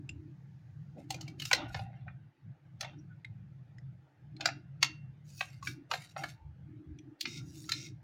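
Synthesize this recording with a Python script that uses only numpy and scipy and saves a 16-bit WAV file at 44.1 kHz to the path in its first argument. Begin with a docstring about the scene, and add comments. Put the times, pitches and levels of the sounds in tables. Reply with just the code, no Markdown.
"""A low wavering hum and a faint hiss lie underneath from the start; a light tick and soft bumps come first.
From about one second, hard plastic pipe fittings are pushed together, close by, in a small tiled room.
They knock and click as bursts of short-lived wall modes, and the pipe rings briefly after hard knocks.
A union nut is spun tight by hand: threads and skin rub as streams of tiny slips, with a few faint squeaks.
Near the end a hand scrapes along under the lower pipe, between the last knocks."""
import sys
import numpy as np
from scipy import signal
from scipy.fft import rfft, irfft, next_fast_len
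from scipy.io import wavfile
from scipy.ndimage import uniform_filter1d, map_coordinates

SR = 44100
rng = np.random.default_rng(int(sys.argv[2]) if len(sys.argv) > 2 else 0)


def unload_audio(sound):
    """Save the sound as a 16-bit wav file, at the path given as the first command line argument."""
    columns = np.transpose(np.atleast_2d(sound))
    # keep every value between -1 and 1, then stretch to whole-number steps
    steps = np.round(np.clip(columns, -1, 1) * 32767)
    wavfile.write(sys.argv[1], SR, steps.astype(np.int16))


N = 354123  # length in samples
TOP_HZ = 16200  # nothing is kept from here up

# Contacts of the fittings. Each row: time in seconds, level in dB (before a cut shared by all knocks),
# then hollow body, wall, edge and snap in dB against that level (before a shared trim),
# loudest wall mode in Hz, its strength in dB.
CONTACTS = [(1.104, -29.5, -4, -24, -2.5, -7.5, 780, -2), (1.1421, -40.5, -4, -25, 0.5, -9, 2430, 5.5),
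            (1.209, -46, -15, -30, 8, -6, 2990, 2), (1.278, -44.5, -10, -38, -3.5, -14, 2280, 4.5),
            (1.3977, -35, -50, -21, -7, -10, 3050, 1.5), (1.419, -33.5, -33, -13.5, -7, -10, 2910, 3),
            (1.452, -31, -28, -18, -1, -7.5, 2040, -17), (1.512, -26, -4.5, 2, -8, -14, 2350, 1),
            (1.5296, -13, -16, -10.5, -5.5, -14.5, 2370, -20),
            (1.7439, -34, -3.5, -1.5, -8.5, -32, 767, -1.5), (1.7915, -40, -3, -13.5, -25, -34.5, 800, 1.5),
            (2.0798, -62.5, -5.5, 18.5, -36, -45, 1532, 0.5),
            (2.808, -30.5, -20, -13, -0.5, -9, 4045, -2.5), (2.8295, -40, -11, -1.5, -26, -38.5, 731, 1.5),
            (2.845, -39, -2.5, -11, -16, -27, 2142, 2.5), (4.407, -30, -23, -11.5, -8.5, -24, 2510, -9),
            (4.4559, -18.5, -10, -5.5, -2, -16, 1595, -3), (4.4859, -35.5, -4.5, 1, -20, -37, 783, 1),
            (4.8271, -13, -22, -13, -4, -16, 2804, -7), (5.4073, -27, -8, -2.5, -16, -26.5, 2555, 3.5),
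            (5.626, -48.5, -13, -6, -1, -11, 1110, 18), (5.671, -33.5, -47, 1.5, -14, -14.5, 2324, 2),
            (5.9125, -25, -5.5, -7, -10.5, -19, 1220, 0.5), (5.936, -27.5, -4.5, -4, -16, -21, 780, -6),
            (6.163, -43, 9, 6, -36, -42, 788, -1), (6.2358, -35.5, 0.5, 5, -8, -11, 691, -3),
            (7.208, -25, -64, -46, -7, -9, 4350, -4.5), (7.226, -61, -40, -29, -4, -4, 2900, 2),
            (7.2538, -25.5, -29.5, -15, -17, -39, 2120, 1), (7.6911, -32.5, -52, -9.5, 0, -9.5, 1340, 8.5),
            (7.7178, -24.5, -59.5, -12, -3.5, -11, 4090, 6)]
# The colour of the fittings' plastic. Each row: frequency in Hz, relative level in dB per Hz.
PLASTIC_COLOUR = [(430, -22.5), (580, -3), (780, -3.5), (1000, -17), (1500, 0), (1950, -7.5), (2600, 0.5),
                  (3200, -4.5), (4200, -3), (6500, -1), (8000, -20.5), (13000, -28.5), (15200, -25),
                  (16500, -30)]
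# The pipe's lasting modes. Each row: frequency in Hz, relative level in dB, time to fall 60 dB in seconds.
PIPE_MODES = [(765, -5, 0.44), (1437, -2.5, 0.54), (2123, -4.5, 0.57), (2530, 1, 0.16), (2737, 7.5, 0.36),
              (3730, 0, 0.26), (4530, -1.5, 0.12), (5670, -1.5, .19), (6580, -4.5, .12)]
RING_WIDTH_HZ = 10  # the gripping hand unsettles the ring a little

# Rubbing colours: fingers and threads, hand, skin, long pipe.
# Each row: frequency in Hz, relative level in dB per Hz.
NUT_COLOUR = [(880, -39.5), (1500, -8.5), (1630, -5.5), (2740, -9), (3300, -13), (3780, -5.5), (5750, -8),
              (14900, -22.5), (16500, -34.5)]
HAND_COLOUR = [(710, -63), (1200, -30), (1370, -12.5), (1720, -34), (2150, 0.5), (2950, -12), (3800, -1),
               (4670, -6.5), (5160, 3), (9640, -19.5), (12000, -28.5), (15300, -20), (16500, -28)]
SKIN_COLOUR = [(1700, -35), (2600, -7), (3400, -8.5), (5300, 1), (7000, -1), (8000, -8.5), (10500, -9),
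               (13000, -17), (15300, -8), (16500, -18)]
PIPE_DRAG_COLOUR = [(400, -28), (580, 3.5), (800, 6.5), (1050, -11.5), (1500, -4.5), (1950, -8.5),
                    (2500, -9), (3400, -13), (5000, -31), (9000, -56)]
# Strokes: fingers and threads sliding on the upper union, the hand scraping along under the lower pipe,
# skin brushing lightly over the plastic, and the long pipe dragging as it is pushed home.
# Each row: start in seconds, length in seconds, level halfway in dB, growth over the stroke in dB.
NUT_MOVES = [(.98, .03, -75, 8), (1.12, 0.18, -79, 10), (1.4, 0.079, -56, 5.5), (1.69, 0.13, -63.5, 2.5),
             (5.42, 0.2, -68, -16.5), (5.665, 0.05, -52.5, 0), (5.92, 0.19, -58, -13),
             (6.18, 0.14, -57, -10.5)]
HAND_MOVES = [(7.265, 0.12, -51, 1.5), (7.73, 0.14, -50.5, -4)]
SKIN_MOVES = [(1.42, 0.076, -58, 3), (5.255, 0.16, -63, 18.5), (5.645, 0.065, -56, -9),
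              (7.42, 0.113, -68.5, 11), (7.545, .14, -60.5, 3.5)]
DRAG_MOVES = [(.98, 0.038, -63, -1), (1.13, 0.2, -63.5, -10), (1.56, 0.15, -48.5, -16),
              (1.77, 0.27, -60, -24.5), (2.07, 0.044, -64.5, -13), (2.82, 0.12, -56.5, -17.5),
              (4.41, 0.08, -48, 1.5), (6.185, .05, -49, -1)]
RUB_ATTACK_S, RUB_RELEASE_S = 0.051, 0.11  # a stroke rises from, and falls to, 60 dB under its level
RUB_RING_DB, RUB_RING_WIDTH_HZ = 4.5, 65  # how strongly rubbing sings in the pipe, damped by the hand

# Faint squeaks of handling. Each row: time in seconds, level in dB, half length in seconds, pitch in Hz.
SQUEAK_EVENTS = [(2.994, -69.5, 0.009, 5760), (3.117, -63, 0.015, 1485), (6.421, -67, 0.058, 888),
                 (7.411, -64, 0.013, 1400)]
SQUEAK_WIDTH = 0.02  # bandwidth over pitch
# Light dry ticks of small parts. Each row: time in seconds, then frequency in Hz and level in dB
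# for the low, the middle and the top mode.
TICK_EVENTS = [(0.0913, 2736, -27.5, 4900, -44, 7270, -37.5), (3.2461, 2070, -29.5, 3830, -41, 9340, -74.5),
               (3.7828, 1930, -43.5, 5152, -54, 6605, -61), (4.365, 2200, -52, 4150, -42, 6730, -73),
               (6.987, 2460, -49, 3290, -49, 5900, -48), (7.641, 1910, -52, 3900, -45, 5300, -61)]
TICK_T60_S, TICK_QUALITY = 0.026, 35  # time to fall 60 dB; pitch over bandwidth
TICK_CRACK_DB = -4.5  # the contact's crack against the average mode
# Dull bumps of handling. Each row: time in seconds, level in dB, half length in seconds, pitch in Hz.
BUMP_EVENTS = [(.16, -45, 0.054, 85), (0.995, -48, 0.029, 204), (0.988, -53.5, 0.025, 550),
               (1.755, -46, 0.25, 89.6), (5.94, -52.5, 0.033, 550), (6.478, -49.5, 0.072, 76.7),
               (6.909, -44.5, 0.027, 71.4), (7.28, -47.5, 0.028, 257)]

# How the room dies away. Each row: frequency in Hz, time to fall 60 dB in seconds.
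ROOM_DECAY = [(300, 0.54), (750, 0.26), (1500, 0.26), (3000, 0.22), (6000, 0.21), (12000, 0.012)]

# The low hum and its hollow upper part. Each row: frequency in Hz, relative level in dB per Hz.
LOW_HUM_COLOUR = [(18, -72), (30, -46.5), (48, -38.5), (61, -19), (80, -13.5), (135, 2), (150, -2.5),
                  (205, -18), (231, -25.5), (302, -52.5), (550, -74), (920, -120)]
HOLLOW_COLOUR = [(200, -23.5), (260, -6.5), (312, 3.5), (360, -8), (420, -22.5), (520, -66)]
HUM_DB, HUM_WAVER_DB, HUM_WAVERS_PER_S = -51, 2.05, 7.7
# The hum dips or swells briefly. Each row: time in seconds, half length in seconds, change in dB.
HUM_LEVEL_SWINGS = [(1.731, 0.36, 4.5), (2.359, 0.063, -29.5), (2.48, 0.052, 7.5), (2.608, 0.068, -17.5),
                    (3.239, 0.024, -13.5), (4.117, 0.083, -20), (5.845, 0.076, -8.5), (6.064, 0.069, -13.5),
                    (6.395, 0.051, -13.5), (6.84, .025, -18.5), (7.178, 0.072, -25)]
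# Spells of the hollow part. Each row: start in seconds, length in seconds, level in dB.
HOLLOW_SPELLS = [(0, 0.31, -57.5), (0.989, 0.44, -58), (1.57, 0.089, -47), (2.925, 0.11, -59.5),
                 (4.362, 0.23, -56.5), (4.843, 0.081, -58), (5.683, 0.14, -55.5), (6.224, 0.037, -56),
                 (6.696, .44, -56.5), (7.25, 0.67, -57)]
# Level of the hollow part between spells; how each spell comes and goes.
HOLLOW_REST_DB, HOLLOW_ATTACK_S, HOLLOW_RELEASE_S = -76, 0.12, 0.12

# The faint air noise and the treble hiss. Each row: frequency in Hz, relative level in dB per Hz.
AIR_COLOUR = [(220, -33.5), (380, -11), (431, -7.5), (877, -7), (995, -15.5), (1620, -10), (4180, -26.5),
              (8110, -40), (15200, -43), (16500, -36.5)]
TREBLE_HISS_COLOUR = [(2200, -17.5), (4000, 0), (6800, -1.5), (7800, -14.5), (16000, -15.5)]
AIR_DB = -75
# How the hiss changes. Each row: time in seconds, level in dB.
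HISS_LEVEL_CURVE = [(0, -89), (1.001, -87), (1.9, -96), (2.4, -101), (2.7, -94), (8, -98)]


def knocks():
    """Each contact grazes, then shakes heavily damped wall modes for a few ms; a few pipe modes ring on."""
    out = np.zeros(N)
    around = np.arange(-SR // 50, SR // 14) / SR  # seconds before and after the contact
    after = np.maximum(around, 0)
    # hollow body, its upper neighbour the wall, a fixed middle, edge and snap, in Hz
    registers = [(470, 1000), (1000, 2000), (2000, 4500), (4500, 8000), (8000, 17000)]
    log_centres = np.log(np.prod(registers, axis=1)) / 2
    for s, db, body_db, wall_db, edge_db, snap_db, mode_hz, mode_db in CONTACTS:
        # hard knocks are short, light ones chatter for longer
        length = np.interp(db, [-40, -20], [.009, .0062])
        # the parts graze just before they meet
        graze = amp(-24.0) * np.exp(-np.abs(around) / 0.0053)
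        blow = graze + (1 - np.exp(-after / 0.0013)) * np.exp(-(after / length) ** 2)
        # the wave runs to and fro in the fitting, then dies quickly
        fade = .18 * (1 - np.exp(-after / .002)) * amp(-60 * after / .1)
        burst = (blow + fade) * shiver(around, spacing_hz=339.2, quality=36)

        # where and how hard the parts meet sets the weight of each register
        weights = amp([body_db + 3.5, wall_db + 3.5, -1.0, edge_db - .5, snap_db])
        clack = sum(w * sized(band(burst, *edges)) for w, edges in zip(weights, registers))
        mode_weight = np.interp(np.log(mode_hz), log_centres, weights)
        tock = mode_weight * sized(np.sin(2 * np.pi * mode_hz * around) * blow)
        add(out, s + around[0], amp(db - 7.5) * (clack + amp(mode_db) * tock))
        ring_pipe(out, s, db, mode_hz, log_centres, weights)
    return out


def ring_pipe(out, s, db, mode_hz, log_centres, weights):
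    """A knock wakes the pipe's modes, most of all those close to its loudest wall mode; each dies away."""
    t = np.arange(int(.3 * SR)) / SR
    for hz, ring_db, t60 in PIPE_MODES:
        closeness = np.exp(-(np.log(hz / mode_hz) / 0.086) ** 2)
        coupling = amp(3.7 * closeness) * np.interp(np.log(hz), log_centres, weights)
        waver = np.cumsum(rng.standard_normal(len(t))) * np.sqrt(2 * np.pi * RING_WIDTH_HZ / SR)
        ring = np.sin(2 * np.pi * (hz * t + rng.random()) + waver) * (1 - np.exp(-t / 0.0027))
        luck_db = rng.normal(0, 2)
        add(out, s, coupling * amp(db - 37.0 + ring_db + luck_db - 60 * t / t60) * ring)


def shiver(t, spacing_hz, quality):
    """The crowded wall modes together; loss widens each in proportion to its frequency."""
    hz = wall_modes(spacing_hz)[:, None]
    steps = rng.standard_normal((len(hz), len(t)))
    drift = np.cumsum(steps, axis=1) * np.sqrt(2 * np.pi * hz / quality / SR)
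    strength = amp(rng.normal(0, 4.1, hz.shape))
    modes = strength * np.sin(2 * np.pi * (hz * t + rng.random(hz.shape)) + drift)
    return coloured(modes.sum(axis=0), PLASTIC_COLOUR)


def wall_modes(spacing_hz):
    """Unevenly spaced frequencies of a fitting's wall, new for each point of contact."""
    hz = 330 + np.cumsum(spacing_hz * rng.uniform(.25, 1.75, size=80))
    return hz[hz < TOP_HZ]


def slide(strokes, spectrum, slips_per_s, shift_db, flutter_db):
    """Tiny uneven slips excite the plastic and the pipe; the colour shifts as the point of contact moves."""
    slips = rng.standard_normal(N) * (rng.random(N) < slips_per_s / SR)
    singing = sum(signal.lfilter(*signal.iirpeak(hz, hz / RUB_RING_WIDTH_HZ, SR), slips)
                  for hz, _, _ in PIPE_MODES)
    shifting = patches(slips + amp(RUB_RING_DB) * singing, depth_db=shift_db)
    rub = steady(coloured(shifting, spectrum), span=0.073)
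    return pressure(strokes) * amp(flutter_db * wobble(60)) * rub


def pressure(strokes):
    """Gain per sample: each stroke catches, presses harder or eases off evenly, and lets go."""
    t = np.arange(N) / SR
    total = 0
    for start, length, db, growth_db in strokes:
        lean_db = growth_db * np.clip((t - start) / length - .5, -.5, .5)
        total = total + amp(db + lean_db + swell(start, length, RUB_ATTACK_S, RUB_RELEASE_S))
    return total


def squeaks():
    """A rubbed surface sticks and slips for a moment at one unsteady pitch."""
    out, t = np.zeros(N), np.arange(int(.3 * SR)) / SR - .15
    for s, db, length, hz in SQUEAK_EVENTS:
        drift = np.cumsum(rng.standard_normal(len(t))) * np.sqrt(2 * np.pi * hz * SQUEAK_WIDTH / SR)
        tone = unit(band(np.sin(2 * np.pi * hz * t + drift), hz * .85, hz * 1.15))
        add(out, s + t[0], amp(db) * np.exp(-(t / length) ** 2) * tone)
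    return out


def ticks():
    """A light touch rings three modes of a small part for a moment, too weakly to wake the pipe."""
    out, t = np.zeros(N), np.arange(int(.06 * SR)) / SR
    for s, *modes in TICK_EVENTS:
        hz, db = np.reshape(modes, (-1, 2)).T[:, :, None]
        steps = rng.standard_normal((len(hz), len(t)))
        drift = np.cumsum(steps, axis=1) * np.sqrt(2 * np.pi * hz / TICK_QUALITY / SR)
        ring = (amp(db - 60 * t / TICK_T60_S) * np.sin(2 * np.pi * hz * t + drift)).sum(axis=0)
        crack = amp(db.mean() + TICK_CRACK_DB - 60 * t / 0.011) * rng.standard_normal(len(t))
        onset = 1 - np.exp(-t / .002)
        add(out, s, band((ring + crack) * onset, 1300, 9000))
    return out


def bumps():
    """Soft low bumps: short swells of noise gathered around one pitch."""
    out, t = np.zeros(N), np.arange(int(.3 * SR)) / SR - .15
    for s, db, length, hz in BUMP_EVENTS:
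        colour = [(hz / 4, -40), (hz * 0.73, -10), (hz, 0), (hz * 1.4, -8), (hz * 2, -50), (hz * 4, -110)]
        thud = steady(coloured(rng.standard_normal(len(t)), colour), span=0.045)
        ends = np.cos(np.pi * t / (2 * t[0]))  # brings both ends to silence
        add(out, max(s + t[0], 0), amp(db) * np.exp(-(t / length) ** 2) * ends * thud)
    return out


def room(x, echo_s, echo_db, tail_db):
    """A near wall answers twice, smeared by clutter; a diffuse tail dies, treble first."""
    hz, t, z = signal.stft(rng.standard_normal(int(.7 * SR)), SR, nperseg=256)
    tail = signal.istft(z * amp(-60 * t / along(ROOM_DECAY, hz)[:, None]), SR, nperseg=256)[1]
    t = np.arange(len(tail)) / SR
    tail = tail * (1 - np.exp(-t / 0.0043))
    answer = amp(tail_db) * tail / np.linalg.norm(tail)
    for bounce in range(1, 3):
        scatter = rng.standard_normal(len(t)) * np.exp(-t / 0.0044)
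        add(answer, bounce * echo_s, amp(bounce * echo_db) * scatter / np.linalg.norm(scatter))
    return signal.fftconvolve(x, answer)[:N]


def hum():
    """A low wavering hum of shaped noise, with a hollow band above it that comes and goes."""
    t = np.arange(N) / SR
    low = steady(coloured(rng.standard_normal(N), LOW_HUM_COLOUR), span=0.24)
    hollow = steady(coloured(rng.standard_normal(N), HOLLOW_COLOUR), span=0.16)
    swing_db = sum(db * np.exp(-((t - s) / length) ** 2) for s, length, db in HUM_LEVEL_SWINGS)
    waver_db = HUM_WAVER_DB * wobble(HUM_WAVERS_PER_S)
    spells = sum(amp(db + swell(start, length, HOLLOW_ATTACK_S, HOLLOW_RELEASE_S))
                 for start, length, db in HOLLOW_SPELLS)
    return amp(HUM_DB + swing_db + waver_db) * low + (amp(HOLLOW_REST_DB) + spells) * hollow


def air():
    """The room's faint air noise, and a smooth hiss above it that is strongest at first."""
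    hiss_db = np.interp(np.arange(N) / SR, *np.transpose(HISS_LEVEL_CURVE))
    low = coloured(patches(rng.standard_normal(N), depth_db=3.0), AIR_COLOUR)
    hiss = coloured(rng.standard_normal(N), TREBLE_HISS_COLOUR)
    return amp(AIR_DB) * low + amp(hiss_db) * hiss


def amp(db):
    """Decibels to gain."""
    return 10 ** (np.asarray(db) / 20)


def unit(x):
    """x at rms 1."""
    return x / np.sqrt(np.mean(x ** 2) + 1e-20)


def sized(x):
    """x scaled to the energy of 6 ms at rms 1."""
    return x / np.sqrt(np.sum(x * x) / (.006 * SR))


def along(points, hz):
    """(Hz, value) points read on a log frequency axis."""
    f, v = np.transpose(points)
    return np.interp(np.log(hz + 1), np.log(f), v)


def wobble(rate):
    """A smooth random curve, rate knots a second."""
    knots = rng.standard_normal(int(N * rate / SR) + 4)
    return map_coordinates(knots, [np.arange(N) * rate / SR])


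def swell(start, length, attack_s, release_s):
    """dB per sample: attack, hold at 0, release."""
    t = np.arange(N) / SR - start
    return -60 * (np.maximum(-t, 0) / attack_s + np.maximum(t - length, 0) / release_s)


def coloured(x, spectrum):
    """x given a (Hz, dB) spectrum, at rms 1."""
    m = next_fast_len(len(x))
    gain = amp(along(spectrum, np.fft.rfftfreq(m, 1 / SR)))
    return unit(irfft(rfft(x, m) * gain, m)[:len(x)])


def band(x, lo_hz, hi_hz):
    """A band-pass that only looks back in time."""
    sos = signal.butter(4, [lo_hz, min(hi_hz, .49 * SR)], 'band', fs=SR, output='sos')
    return signal.sosfilt(sos, x)


def steady(x, span):
    """Noise with its swells slower than span seconds evened out."""
    power = uniform_filter1d(x * x, max(int(span * SR), 1))
    return x / np.sqrt(np.abs(power) + 1e-6)


def patches(x, depth_db):
    """x with soft patches of random gain in time and frequency."""
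    z = signal.stft(x, nperseg=1024)[2]
    field = uniform_filter1d(rng.standard_normal(z.shape), size=5, axis=0)
    field = uniform_filter1d(field, size=5, axis=1)
    return signal.istft(z * amp(depth_db * unit(field)), nperseg=1024)[1][:N]


def add(track, s, sound):
    """Mix a sound into a track at s seconds."""
    part = track[round(s * SR):][:len(sound)]
    part += sound[:len(part)]


def scene():
    """Knocks, squeaks and rubbing in their room; drier ticks; bumps, hum and air without added room."""
    nut = slide(NUT_MOVES, NUT_COLOUR, slips_per_s=1600, shift_db=5.5, flutter_db=3.0)
    hand = slide(HAND_MOVES, HAND_COLOUR, slips_per_s=7100, shift_db=1.5, flutter_db=0.5)
    skin = slide(SKIN_MOVES, SKIN_COLOUR, slips_per_s=2500, shift_db=5.0, flutter_db=2.0)
    drag = slide(DRAG_MOVES, PIPE_DRAG_COLOUR, slips_per_s=1500, shift_db=6.5, flutter_db=1.0)
    fittings = knocks() + squeaks() + nut + hand + skin + drag
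    small = ticks()
    wet = room(fittings + amp(-6) * small, echo_s=0.015, echo_db=-13.0, tail_db=-18.0)
    return (fittings + small + wet + hum() + bumps() + air())[None]


def record(dry):
    """Everything from the top frequency up is removed."""
    m = next_fast_len(N + SR // 2)
    return irfft(rfft(dry, m) * (np.fft.rfftfreq(m, 1 / SR) < TOP_HZ), m)[..., :N]


dry = scene()
out = record(dry)
unload_audio(out)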